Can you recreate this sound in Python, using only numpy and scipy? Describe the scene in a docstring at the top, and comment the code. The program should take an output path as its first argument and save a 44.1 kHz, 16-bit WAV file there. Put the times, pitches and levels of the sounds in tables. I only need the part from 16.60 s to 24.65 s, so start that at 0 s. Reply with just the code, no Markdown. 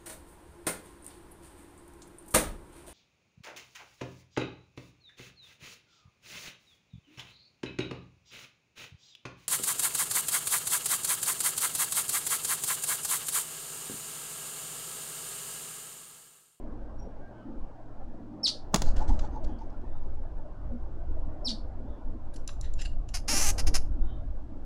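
"""Doves at a garden feeder

Two doves clash with a wing clap and fly off, their wingbeats pushing air at the microphone, then fading.
A small bird whistles two sharp chirps with its voice box, ticks, then rattles out a harsh, rasping scold.
Faint birds call from the trees, which give a short echo. A light breeze buffets the microphone,
over a low hum and a dull rush that swells with the wingbeats and during the scold."""
import sys
import numpy as np
from scipy import signal
from scipy.fft import rfft, irfft, next_fast_len
from scipy.io import wavfile
from scipy.ndimage import uniform_filter1d, map_coordinates

SR = 44100
rng = np.random.default_rng(int(sys.argv[2]) if len(sys.argv) > 2 else 0)


def to_wav(sig):
    """Store sig (one row per channel, or 1-D mono) as 16-bit WAV at the path in sys.argv[1].

    Samples outside -1..1 are clipped; the rate is SR.
    """
    pcm = np.clip(np.atleast_2d(sig), -1, 1) * 32767
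    pcm = np.round(pcm).astype(np.int16)
    wavfile.write(sys.argv[1], SR, pcm.T)  # frames by channels


N = 355005

# Levels are relative. A COLOUR table says how strong a sound is from low to high frequencies.
# Wings striking: start_s, level_db, fade_s (time to drop 30 dB), thud_db (compared with the slap)
CLAPS = [(0.447, -92, 0.026, 27), (2.1443, -20, 0.015, 2.5), (2.1602, -27.5, 0.013, -2),
         (2.2203, -31.5, 0.015, -1.5)]
# Quills slapping together: frequency_hz, level_db
SLAP_COLOUR = [(500, -14), (1900, -2.5), (2600, -5), (4000, 2), (5600, -0.5), (7000, 1.5), (8300, -11.5),
               (9300, -5.5), (11500, -15), (13500, -33.5), (15000, -13.5)]
# Air squeezed out by a wing: frequency_hz, level_db
THUD_COLOUR = [(50, -6), (150, 3), (450, -2.5), (1000, -4), (1500, -14), (3000, -39)]
# Feathers sweeping through the air: frequency_hz, level_db
FEATHER_COLOUR = [(400, -4), (1500, 2.5), (2400, -7), (4500, 0.5), (6500, -2.5), (8500, -14),
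                  (11000, -25.5), (15000, -33.5)]
# Downstrokes near the feeder, each with a push of air, a feather flick, a rustle and a hollow whirr:
# time_s, push_db, push_width_s, flick_db, flick_width_s, rustle_db, whirr_db, whirr_delay_s
WINGBEATS = [(2.262, -15, .015, -57.5, .01, -51, -45, 0.018),
             (2.391, -13, .011, -47.5, 0.0074, -52, -35, 0.031),
             (2.511, -8.5, .0071, -48.5, 0.0095, -59.5, -36.5, -.006),
             (2.616, -17.5, .0053, -44.5, 0.0033, -59, -42.5, 0.03),
             (2.735, -28, .007, -73, 0.0068, -70, -40, 0.034),
             (2.867, -28, .0076, -56.5, 0.0049, -69.5, -49, 0.033),
             (3.012, -34, .008, -62, 0.0034, -73, -46.5, .01)]
# Soft whumps of wings further off: time_s, pitch_hz, level_db, width_s
WHUMPS = [(4.145, 237.7, -38, 0.019), (4.576, 610, -44.5, 0.0076), (4.836, 603, -44, 0.01),
          (4.888, 248.4, -38.5, .012), (4.932, 225.4, -38, .016), (6.737, 588, -38.5, 0.0075),
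          (6.738, 256.3, -37, 0.0085)]

# The small bird's chirps: start_s, level_db, stretch (multiplies the length)
CHIRPS = [(1.830, -23.5, 0.94), (4.845, -30.5, .94)]
# The hooked, falling whistle that opens a chirp: time_in_chirp_s, pitch_hz, level_db
OPENING_WHISTLE = [(0, 5000, -21), (.005, 5540, -9.5), (.013, 5302, -1.5), (.023, 4607, -2),
                   (.031, 4130, 2.5), (.041, 3553, -1)]
# The other side of the voice box joining in: time_in_chirp_s, pitch_hz, level_db
SECOND_VOICE = [(.041, 7646, -14.5), (.046, 5207, -4.5), (.05, 5580, -10.5), (.055, 3900, 0),
                (.058, 5600, -1), (.066, 3970, -9.5), (.071, 6000, -16)]
# How the beak shapes a chirp: frequency_hz, gain_db
BEAK_COLOUR = [(1700, -0.5), (3000, -1.5), (4400, 0), (5600, 2), (7000, 3), (10200, 1.5), (11300, -10),
               (12500, -15.5), (16000, -10)]
# Dry ticks before the scold: time_s, level_db, width_s, treble_tilt_db_per_octave
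TICKS = [(5.745, -56, 0.0042, 9), (5.7646, -47.5, 0.0026, 4), (5.8786, -36.5, .0015, 8.5),
         (5.893, -44.5, 0.0032, -9), (6.0131, -42.5, 0.0014, 9.5), (6.055, -56, 0.017, -6.5),
         (6.14, -48, 0.0016, 8.5), (6.208, -47.5, 0.013, -3), (6.22, -42, 0.0053, -0.5),
         (6.258, -40.5, 0.004, -3.5), (6.492, -49.5, .003, 0)]
# The pitches that ring in a tick: pitch_hz, width_hz, level_db
TICK_RESONANCES = [(1800, 390, -5.5), (2790, 210, 2.5), (3900, 550, -1.5), (5000, 730, -1),
                   (6000, 600, -2.5), (7260, 350, -1), (9140, 390, -12.5), (10480, 230, -8),
                   (12810, 590, -27.5)]
# Syllables of the scold: start_s, hold_s, release_s, level_db
SYLLABLES = [(6.543, .018, .042, -36), (6.683, .222, .014, -27.5), (6.983, 0.018, .02, -32.5),
             (7.07, .011, .02, -31.5), (7.144, .016, 0.028, -28)]
# Ringing pitches that move as the beak opens: multiple_of_main_pitch, width_hz, level_db
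MOUTH_RESONANCES = [(1, 550, 15), (1.2, 610, 8), (1.8, 900, -3.5)]
# How the throat and open beak shape the scold: frequency_hz, gain_db
THROAT_COLOUR = [(300, -13.5), (780, 3.5), (1000, 0), (1650, 0), (2800, 1.5), (3450, -8), (4500, -2.5),
                 (6900, -2), (8150, -6), (9200, -1.5), (10400, 0.5), (11900, -8), (13200, -7.5),
                 (14000, -18), (14900, -14.5), (16000, -28.5)]
# Rushing air in the scold: frequency_hz, level_db
BREATH_COLOUR = [(900, -17), (2500, -3.5), (3500, -14), (5500, 1), (7000, 0.5), (8200, -4.5), (10400, -3),
                 (15000, -25.5)]

# Birds far off in the trees: time_s, pitch_hz, level_db, width_s, waver_hz
FAR_NOTES = [(0.401, 5610, -62.5, 0.008, 52), (0.661, 1590, -63, 0.032, 20),
             (0.798, 1541, -63.5, 0.043, 23), (.81, 3040, -78, .049, 120), (2.927, 3160, -74.5, 0.048, 140),
             (3.347, 3640, -80, 0.036, 130), (5.323, 3520, -78, .04, 149), (7.509, 3610, -72, 0.052, 120),
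             (7.513, 3100, -67.5, 0.025, 80)]
# How long the trees echo: frequency_hz, fade_s (time to drop 60 dB)
TREE_ECHO = [(200, .3), (2000, 0.23), (4500, 0.23), (10000, 0.23), (15000, 0.19)]
# Strength of the wind on the microphone: time_s, level_db
WIND_LEVEL = [(0.0, -42), (0.47, -40.5), (0.81, -51), (1.03, -40.5), (1.14, -53.5), (1.46, -39.5),
              (1.84, -54.5), (2.26, -28), (2.42, -32.5), (2.49, -26.5), (2.8, -36.5), (2.85, -28),
              (2.96, -40), (4.46, -36), (4.8, -31), (4.84, -39), (5.27, -35.5), (5.38, -45.5),
              (5.49, -33.5), (5.83, -40), (5.92, -34.5), (6.7, -33), (7.08, -24.5), (7.38, -34),
              (7.42, -27), (8.05, -44)]
# The wind's deep buffeting: frequency_hz, level_db
WIND_COLOUR = [(4.7, -28.5), (8.0, 10), (16, 7), (24, -2.5), (57, -7.5), (120, -24), (168, -30), (187, -37),
               (200, -41), (260, -57.5), (440, -120)]
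# Strength of the dull rush and of the drone under it: time_s, level_db
RUSH_LEVEL = [(0.0, -53.5), (0.18, -54), (1.73, -56), (2.15, -54.5), (2.35, -45.5), (3.09, -53.5),
              (3.72, -56), (4.78, -53), (6.5, -58.5), (6.95, -47.5), (7.26, -55), (8.05, -58)]
# The dull rush: frequency_hz, level_db
RUSH_COLOUR = [(60, -11), (150, -3), (320, 1), (430, -3), (590, 2), (850, -4.5), (1100, -11), (1550, -16),
               (2100, -29.5), (3000, -36), (6000, -61)]
# Moments when the low drone swells: time_s, level_db, width_s, upper_resonance_db
DRONE_SWELLS = [(0.095, -47, 0.16, -58), (.47, -47.5, 0.025, -48), (.92, -43, 0.064, -55),
                (1.589, -46.5, 0.074, -66.5), (1.781, -42.5, 0.058, -64), (2.519, -37, 0.03, -58),
                (2.907, -45, 0.064, -61), (5.281, -47.5, 0.066, -56), (5.522, -48.5, 0.054, -56),
                (6.755, -42, .06, -49.5), (7.1, -45, .06, -54), (7.386, -48, 0.12, -65.5),
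                (7.934, -50, 0.089, -67)]
# The low drone, also used for the boom of a clap: frequency_hz, level_db
DRONE_COLOUR = [(120, -24.5), (190, -8.5), (232, -0.5), (262, -4), (305, -0.5), (370, -15), (520, -40.5),
                (900, -93)]
# The drone's upper resonance: frequency_hz, level_db
UPPER_DRONE_COLOUR = [(150, -90), (300, -20), (450, 2), (570, 3.5), (800, -41), (1500, -120)]
# Faint background hiss: frequency_hz, level_db
HISS_COLOUR = [(500, -16.5), (2500, -1.5), (5000, -5.5), (8000, -12.5), (12000, -23), (16000, -22)]


def wing_claps():
    """A wing squeezes the air out with a thud and a boom, its quills slap, and the feathers slide apart."""
    out = np.zeros(N)
    t = np.arange(-SR // 50, SR // 8) / SR  # the wings meet at t = 0
    for time_s, db, fade_s, thud_db in CLAPS:
        slap_shape_db = np.where(t < 0, 60 * t / .0052, -30 * t / fade_s)
        thud_shape_db = np.where(t < 0, 60 * t / .022, -60 * t / .052)
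        slap = noise(SLAP_COLOUR, len(t)) * amp(slap_shape_db)
        crack = noise(SLAP_COLOUR, len(t)) * bell(t - .0003, .0009) * amp(2)
        thud = noise(THUD_COLOUR, len(t)) * amp(thud_shape_db + thud_db)
        boom = noise(DRONE_COLOUR, len(t)) * bell(t - .014, .014) * amp(-21)
        add(out, time_s + t[0], amp(db) * (slap + crack + thud + boom))
        out += centred_at(time_s + .028, swish(db - 28, width_s=.02))  # the slide
    return out


def wingbeats():
    """Each stroke flicks the wing tips, sounds a hollow whirr and leaves a rustle as the feathers settle."""
    feathers, whirrs = np.zeros(N), np.zeros(N)
    near_strokes = [(time_s, *sound) for time_s, _, _, *sound in WINGBEATS]
    for time_s, flick_db, flick_s, rustle_db, whirr_db, delay_s in near_strokes + departing_strokes():
        feathers += centred_at(time_s - .02, swish(flick_db, flick_s))
        feathers += centred_at(time_s + .015, swish(rustle_db, width_s=.028))
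        whirrs += centred_at(time_s + delay_s, note(hz=855.3, db=whirr_db, width_s=.0087, waver=.082))
    brushing = unit(amp(2.1 * wobble(160) + 1.7 * wobble(900)))  # quills brush over one another
    return feathers * brushing + whirrs


def departing_strokes(count=5, beat_s=.112, fade_db_per_s=10):
    """The last near stroke repeats at an even beat, ever fainter as the doves fly away."""
    time_s, _, _, flick_db, flick_s, rustle_db, whirr_db, delay_s = WINGBEATS[-1]
    ages_s = beat_s * np.arange(1, count + 1)
    losses_db = 6 + fade_db_per_s * ages_s
    return [(time_s + age, flick_db - loss, flick_s, rustle_db - loss, whirr_db - loss, delay_s)
            for age, loss in zip(ages_s, losses_db)]


def swish(db, width_s):
    """Feathers sweep through the air, each time with their own colour."""
    t = around(width_s)
    air = vary_colour(noise(FEATHER_COLOUR, len(t)), depth_db=3, spacing_hz=450)
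    return amp(db) * bell(t, width_s) * air


def wing_gusts():
    """Each near downstroke pushes air at the microphone and leaves a longer suction behind."""
    t = clock()
    return sum(amp(db) * (bell(t - time_s, width_s) - .55 * bell(t - time_s - .032, .023))
               for time_s, db, width_s, *_ in WINGBEATS)


def wing_whumps():
    """Wings further off make soft, hollow notes."""
    return sum(centred_at(time_s, note(hz, db, width_s, waver=.077)) for time_s, hz, db, width_s in WHUMPS)


def chirps():
    """Both sides of the voice box together make a sharp, buzzy 'tchip', shaped by the beak."""
    out = np.zeros(N)
    for start_s, db, stretch in CHIRPS:
        first = whistle(OPENING_WHISTLE + warble(), stretch, overtone_db=-24.5, jitter=.052)
        second = whistle(SECOND_VOICE, stretch, overtone_db=-27, jitter=.093)
        add(out, start_s, amp(db - 2) * first)
        add(out, start_s + stretch * SECOND_VOICE[0][0], amp(db - 6.5) * second)
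    return ring_through(out, BEAK_COLOUR)


def whistle(shape, stretch, overtone_db, jitter):
    """One side of the voice box: a gliding tone with weak overtones, turning rough once both sides sound."""
    t = np.arange(shape[0][0], shape[-1][0], 1 / (SR * stretch))
    hz, db = curves(shape, t)
    roughness = np.clip((t - SECOND_VOICE[0][0]) / .0072, .1, 1)
    flutter, shimmer = unit(uniform_filter1d(rng.standard_normal((2, len(t))), size=24))
    phase = 2 * np.pi * np.cumsum(hz * (1 + jitter * roughness * flutter)) / SR
    tone = np.sin(phase) + amp(overtone_db) * (np.sin(2 * phase) + amp(-5) * np.sin(3 * phase))
    soft_edges = signal.windows.tukey(len(t), .05)
    return np.sqrt(2) * amp(db + 2.3 * roughness * shimmer) * tone * soft_edges


def warble(count=7, start_s=.047, period_s=.012, fade_db_per_s=170):
    """A chirp ends by swinging between a weak low note and a strong high one, fading as it goes."""
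    low, high = (2750, -15.5), (4900, 3.4)  # pitch_hz, level_db
    ages_s = np.arange(count) * period_s / 2
    return [(start_s + age, hz, db - fade_db_per_s * age)
            for age, (hz, db) in zip(ages_s, [low, high] * count)]


def ticks():
    """Short dry notes: a spiky burst with a quick start rings a few pitches, differently each time."""
    def colour(hz, tilt_db):
        ringing = sum((-1) ** k * amp(db) * 1j * hz * width / (pitch ** 2 - hz ** 2 + 1j * hz * width)
                      for k, (pitch, width, db) in enumerate(TICK_RESONANCES))
        return ringing * amp(tilt_db * np.log2(hz + 1)) / (1 + (hz / 13000) ** 8)

    out = np.zeros(N)
    for time_s, db, width_s, tilt_db in TICKS:
        t = around(2 * width_s)
        grit = rng.standard_normal(len(t)) * rng.exponential(size=len(t))
        burst = filtered(grit, lambda hz: colour(hz, tilt_db))
        burst = vary_colour(burst, depth_db=4, spacing_hz=500)
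        rise_and_fall = np.where(t < 0, bell(t, 1.07 * width_s), np.exp(-t / (1.52 * width_s)))
        add(out, time_s + t[0], amp(db) * burst * rise_and_fall)
    return out


def scold():
    """The two sides of the voice box rattle at different rates, with a little rushing air."""
    db, pulse_hz, throat_hz = scold_effort()
    strong = rasp(db, pulse_hz, throat_hz, jitter=.02, scatter_db=2.2)
    weak = rasp(db, .87 * pulse_hz, throat_hz, jitter=.07, scatter_db=2)
    breath = amp(db - 17.5) * noise(BREATH_COLOUR)
    return ring_through(strong + amp(-4) * weak, THROAT_COLOUR) + breath


def scold_effort(attack_s=.011, attack_db=48, release_db=22, full_db=-27, opening_hz_per_s=5400):
    """Each syllable rises, holds and falls; the pulse rate and the throat's ring follow that effort."""
    shape = []  # time_s, level_db, age_s
    for start_s, hold_s, release_s, db in SYLLABLES:
        length_s = hold_s + release_s
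        shape += [(start_s - attack_s, db - attack_db, 0),
                  (start_s, db, 0),
                  (start_s + hold_s, db, hold_s),
                  (start_s + length_s, db - release_db, length_s),
                  (start_s + length_s + attack_s, db - release_db - attack_db, length_s)]
    t = clock()
    db, age_s = curves(shape, t)
    effort_db = np.maximum(db - full_db, -release_db)
    pulse_hz = 418 * 2 ** (effort_db / 42) * (1 + .06 * wobble(45))
    throat_hz = 5275 + 24 * effort_db + opening_hz_per_s * age_s  # also rises as the beak opens
    sounding = (t > shape[0][0]) & (t < shape[-1][0])
    level_db = np.where(sounding, db + .75 * wobble(50), -np.inf)
    return level_db, pulse_hz, throat_hz


def rasp(level_db, pulse_hz, throat_hz, jitter, scatter_db, wide_open_hz=5770):
    """A thin skin in the voice box snaps over and over, and each snap makes the mouth ring."""
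    cycles = np.cumsum(pulse_hz * (1 + jitter * wobble(300))) / SR
    new_cycle = np.diff(np.floor(cycles), prepend=0) > 0
    multiple, width_hz, ring_db = np.transpose(MOUTH_RESONANCES)[:, :, None]
    out, t = np.zeros(N), np.arange(SR // 200) / SR
    ring_fade = amp(ring_db) * 2 * np.pi * width_hz / SR * np.exp(-np.pi * width_hz * t)
    for snap in np.flatnonzero(new_cycle & np.isfinite(level_db)):
        rings = ring_fade * np.cos(2 * np.pi * multiple * throat_hz[snap] * t)
        dullness = np.clip((wide_open_hz - throat_hz[snap]) / 2400, 0, .45)  # a less open beak is duller
        pulse = np.convolve((t == 0) + rings.sum(axis=0), [dullness, 1, dullness])
        gain = amp(level_db[snap] + scatter_db * rng.standard_normal()) * np.sqrt(SR / pulse_hz[snap])
        add(out, snap / SR, gain * pulse / np.linalg.norm(pulse))
    return out


def far_birds():
    """Faint wavering notes come from deep in the trees."""
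    return sum(centred_at(time_s, note(hz, db, width_s, waver=waver_hz / hz))
               for time_s, hz, db, width_s, waver_hz in FAR_NOTES)


def feeder_echo(sound, count=10):
    """The posts and tray of the feeder throw back weak early copies."""
    out = np.zeros(N)
    for delay_s, sign in zip(rng.uniform(.002, .024, count), rng.choice([-1, 1], count)):
        add(out, delay_s, sign * sound / np.sqrt(count))
    return out


def tree_echo(sound, build_s=.00597):
    """Trunks and leaves scatter a sound into a short tail."""
    hz, t, bands = signal.stft(rng.standard_normal(SR // 2), SR, nperseg=256)
    fade = amp(-60 * t / along(TREE_ECHO, hz)[:, None])
    build_up = 1 - np.exp(-t / build_s)
    tail = signal.istft(bands * fade * build_up, SR, nperseg=256)[1]
    return signal.fftconvolve(sound, tail / np.linalg.norm(tail))[:N]


def breeze():
    """Uneven gusts buffet the microphone."""
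    wind_db, = curves(WIND_LEVEL, clock())
    wind = noise(WIND_COLOUR)
    audible_level = np.std(filtered(wind, lambda hz: hz > 20))
    return wind / audible_level * amp(wind_db - 1.5 + 1.5 * wobble(12))


def low_rush():
    """A dull rush and drone swell with the wingbeats and during the scold; the drone also surges briefly."""
    t = clock()
    rush_db, = curves(RUSH_LEVEL, t)
    swell_power = sum((amp(db) * bell(t - time_s, width_s)) ** 2 for time_s, db, width_s, _ in DRONE_SWELLS)
    upper_gain = sum(amp(db) * bell(t - time_s, width_s) for time_s, _, width_s, db in DRONE_SWELLS)
    drone = patchy(noise(DRONE_COLOUR), depth_db=1.5) * np.sqrt(amp(rush_db - 1) ** 2 + swell_power)
    upper = noise(UPPER_DRONE_COLOUR) * upper_gain
    rush = patchy(noise(RUSH_COLOUR), depth_db=3.5) * amp(rush_db + 2.63 + .89 * wobble(14))
    return drone + upper + rush


def hum(pitch_hz=114):
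    """A low tone wavers a little in level and pitch."""
    return amp(-53.5 + 2 * wobble(6)) * np.sin(2 * np.pi * np.cumsum(pitch_hz + wobble(7)) / SR)


def amp(db):
    """Turn decibels into a number to multiply by."""
    return 10 ** (np.asarray(db) / 20)


def unit(sound):
    """Scale to an average (rms) level of 1."""
    return sound / np.sqrt(np.mean(sound ** 2) + 1e-20)


def along(points, hz):
    """Read between the rows of a frequency table, with octaves evenly spaced."""
    table_hz, values = np.transpose(points)
    return np.interp(np.log(hz + 1), np.log(table_hz + 1), values)


def clock():
    """The time of each sample, in seconds."""
    return np.arange(N) / SR


def curves(rows, t):
    """Read each value column of a time table at the times t."""
    times_s, *columns = np.transpose(rows)
    return [np.interp(t, times_s, column) for column in columns]


def wobble(points_per_s):
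    """A smooth curve through random points."""
    points = rng.standard_normal(int(N * points_per_s / SR) + 4)
    return map_coordinates(points, [clock() * points_per_s])


def bell(t, width_s):
    """A smooth swell around t = 0."""
    return np.exp(-.5 * (t / width_s) ** 2)


def around(width_s):
    """Sample times that cover a swell of this width."""
    return np.arange(-4 * width_s, 4 * width_s, 1 / SR)


def note(hz, db, width_s, waver):
    """A brief swelling tone whose pitch wanders by the fraction waver."""
    t = around(width_s)
    drift = map_coordinates(rng.standard_normal(len(t) // 100 + 4), [np.arange(len(t)) / 100])
    phase = 2 * np.pi * np.cumsum(hz * (1 + waver * drift)) / SR
    return amp(db) * np.sqrt(2) * bell(t, width_s) * np.sin(phase)


def noise(colour, size=N):
    """Noise with the given colour, at level 1."""
    return unit(filtered(rng.standard_normal(size), lambda hz: amp(along(colour, hz))))


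def filtered(sound, response):
    """Turn each frequency up or down by response(hz)."""
    size = next_fast_len(len(sound) + 8192)
    return irfft(rfft(sound, size) * response(np.fft.rfftfreq(size, 1 / SR)), size)[:len(sound)]


def ring_through(sound, colour):
    """Colour a sound so that it rings only after each pulse, never before."""
    size = 2 * next_fast_len(N // 2 + 4096)
    log_gain = np.log(amp(along(colour, np.fft.rfftfreq(size, 1 / SR))))
    index = np.arange(size)
    fold = 1 + np.sign(size / 2 - index) * (index > 0)  # moves early ringing to after the pulse
    response = np.exp(rfft(irfft(log_gain, size) * fold))
    return irfft(rfft(sound, size) * response, size)[:N]


def vary_colour(sound, depth_db, spacing_hz):
    """Give one short sound its own random peaks and dips of colour."""
    bumps_db = depth_db * rng.standard_normal(128)
    return unit(filtered(sound, lambda hz: amp(map_coordinates(bumps_db, [hz / spacing_hz], mode="mirror"))))


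def patchy(sound, depth_db):
    """Let small patches of pitch and time swell and sink."""
    bands = signal.stft(sound, nperseg=1024)[2]
    patches = uniform_filter1d(rng.standard_normal(bands.shape), size=3, axis=0)
    patches = uniform_filter1d(patches, size=4, axis=1)
    return unit(signal.istft(bands * amp(depth_db * unit(patches)), nperseg=1024)[1][:N])


def add(track, start_s, sound):
    """Mix a sound into a track from start_s on."""
    start = max(round(start_s * SR), 0)
    part = track[start:start + len(sound)]
    part += sound[:len(part)]


def centred_at(time_s, sound):
    """A track that holds one sound, with its middle at time_s."""
    out = np.zeros(N)
    add(out, time_s - len(sound) / (2 * SR), sound)
    return out


def scene():
    """All the birds, each with its share of echo, over the garden's background."""
    wings = wing_claps() + wingbeats() + wing_whumps()
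    chirp, tick, harsh, far = chirps(), ticks(), scold(), far_birds()
    to_feeder = amp(-7.5) * chirp + amp(-19) * harsh
    to_trees = amp(-16.5) * wings + amp(-9) * chirp + amp(-11) * tick + amp(-19.5) * harsh + amp(-3) * far
    birds = wings + chirp + tick + harsh + far + feeder_echo(to_feeder) + tree_echo(to_trees)
    background = breeze() + low_rush() + hum() + amp(-78.5) * noise(HISS_COLOUR)
    return (birds + wing_gusts() + background)[None]


def record(dry):
    """The microphone loses the slowest pressure swings and the very highest treble."""
    low_hz, top_hz = 4, 15850
    return np.array([filtered(track, lambda hz: hz / np.hypot(hz, low_hz) * (hz < top_hz)) for track in dry])


dry = scene()
out = record(dry)
to_wav(out)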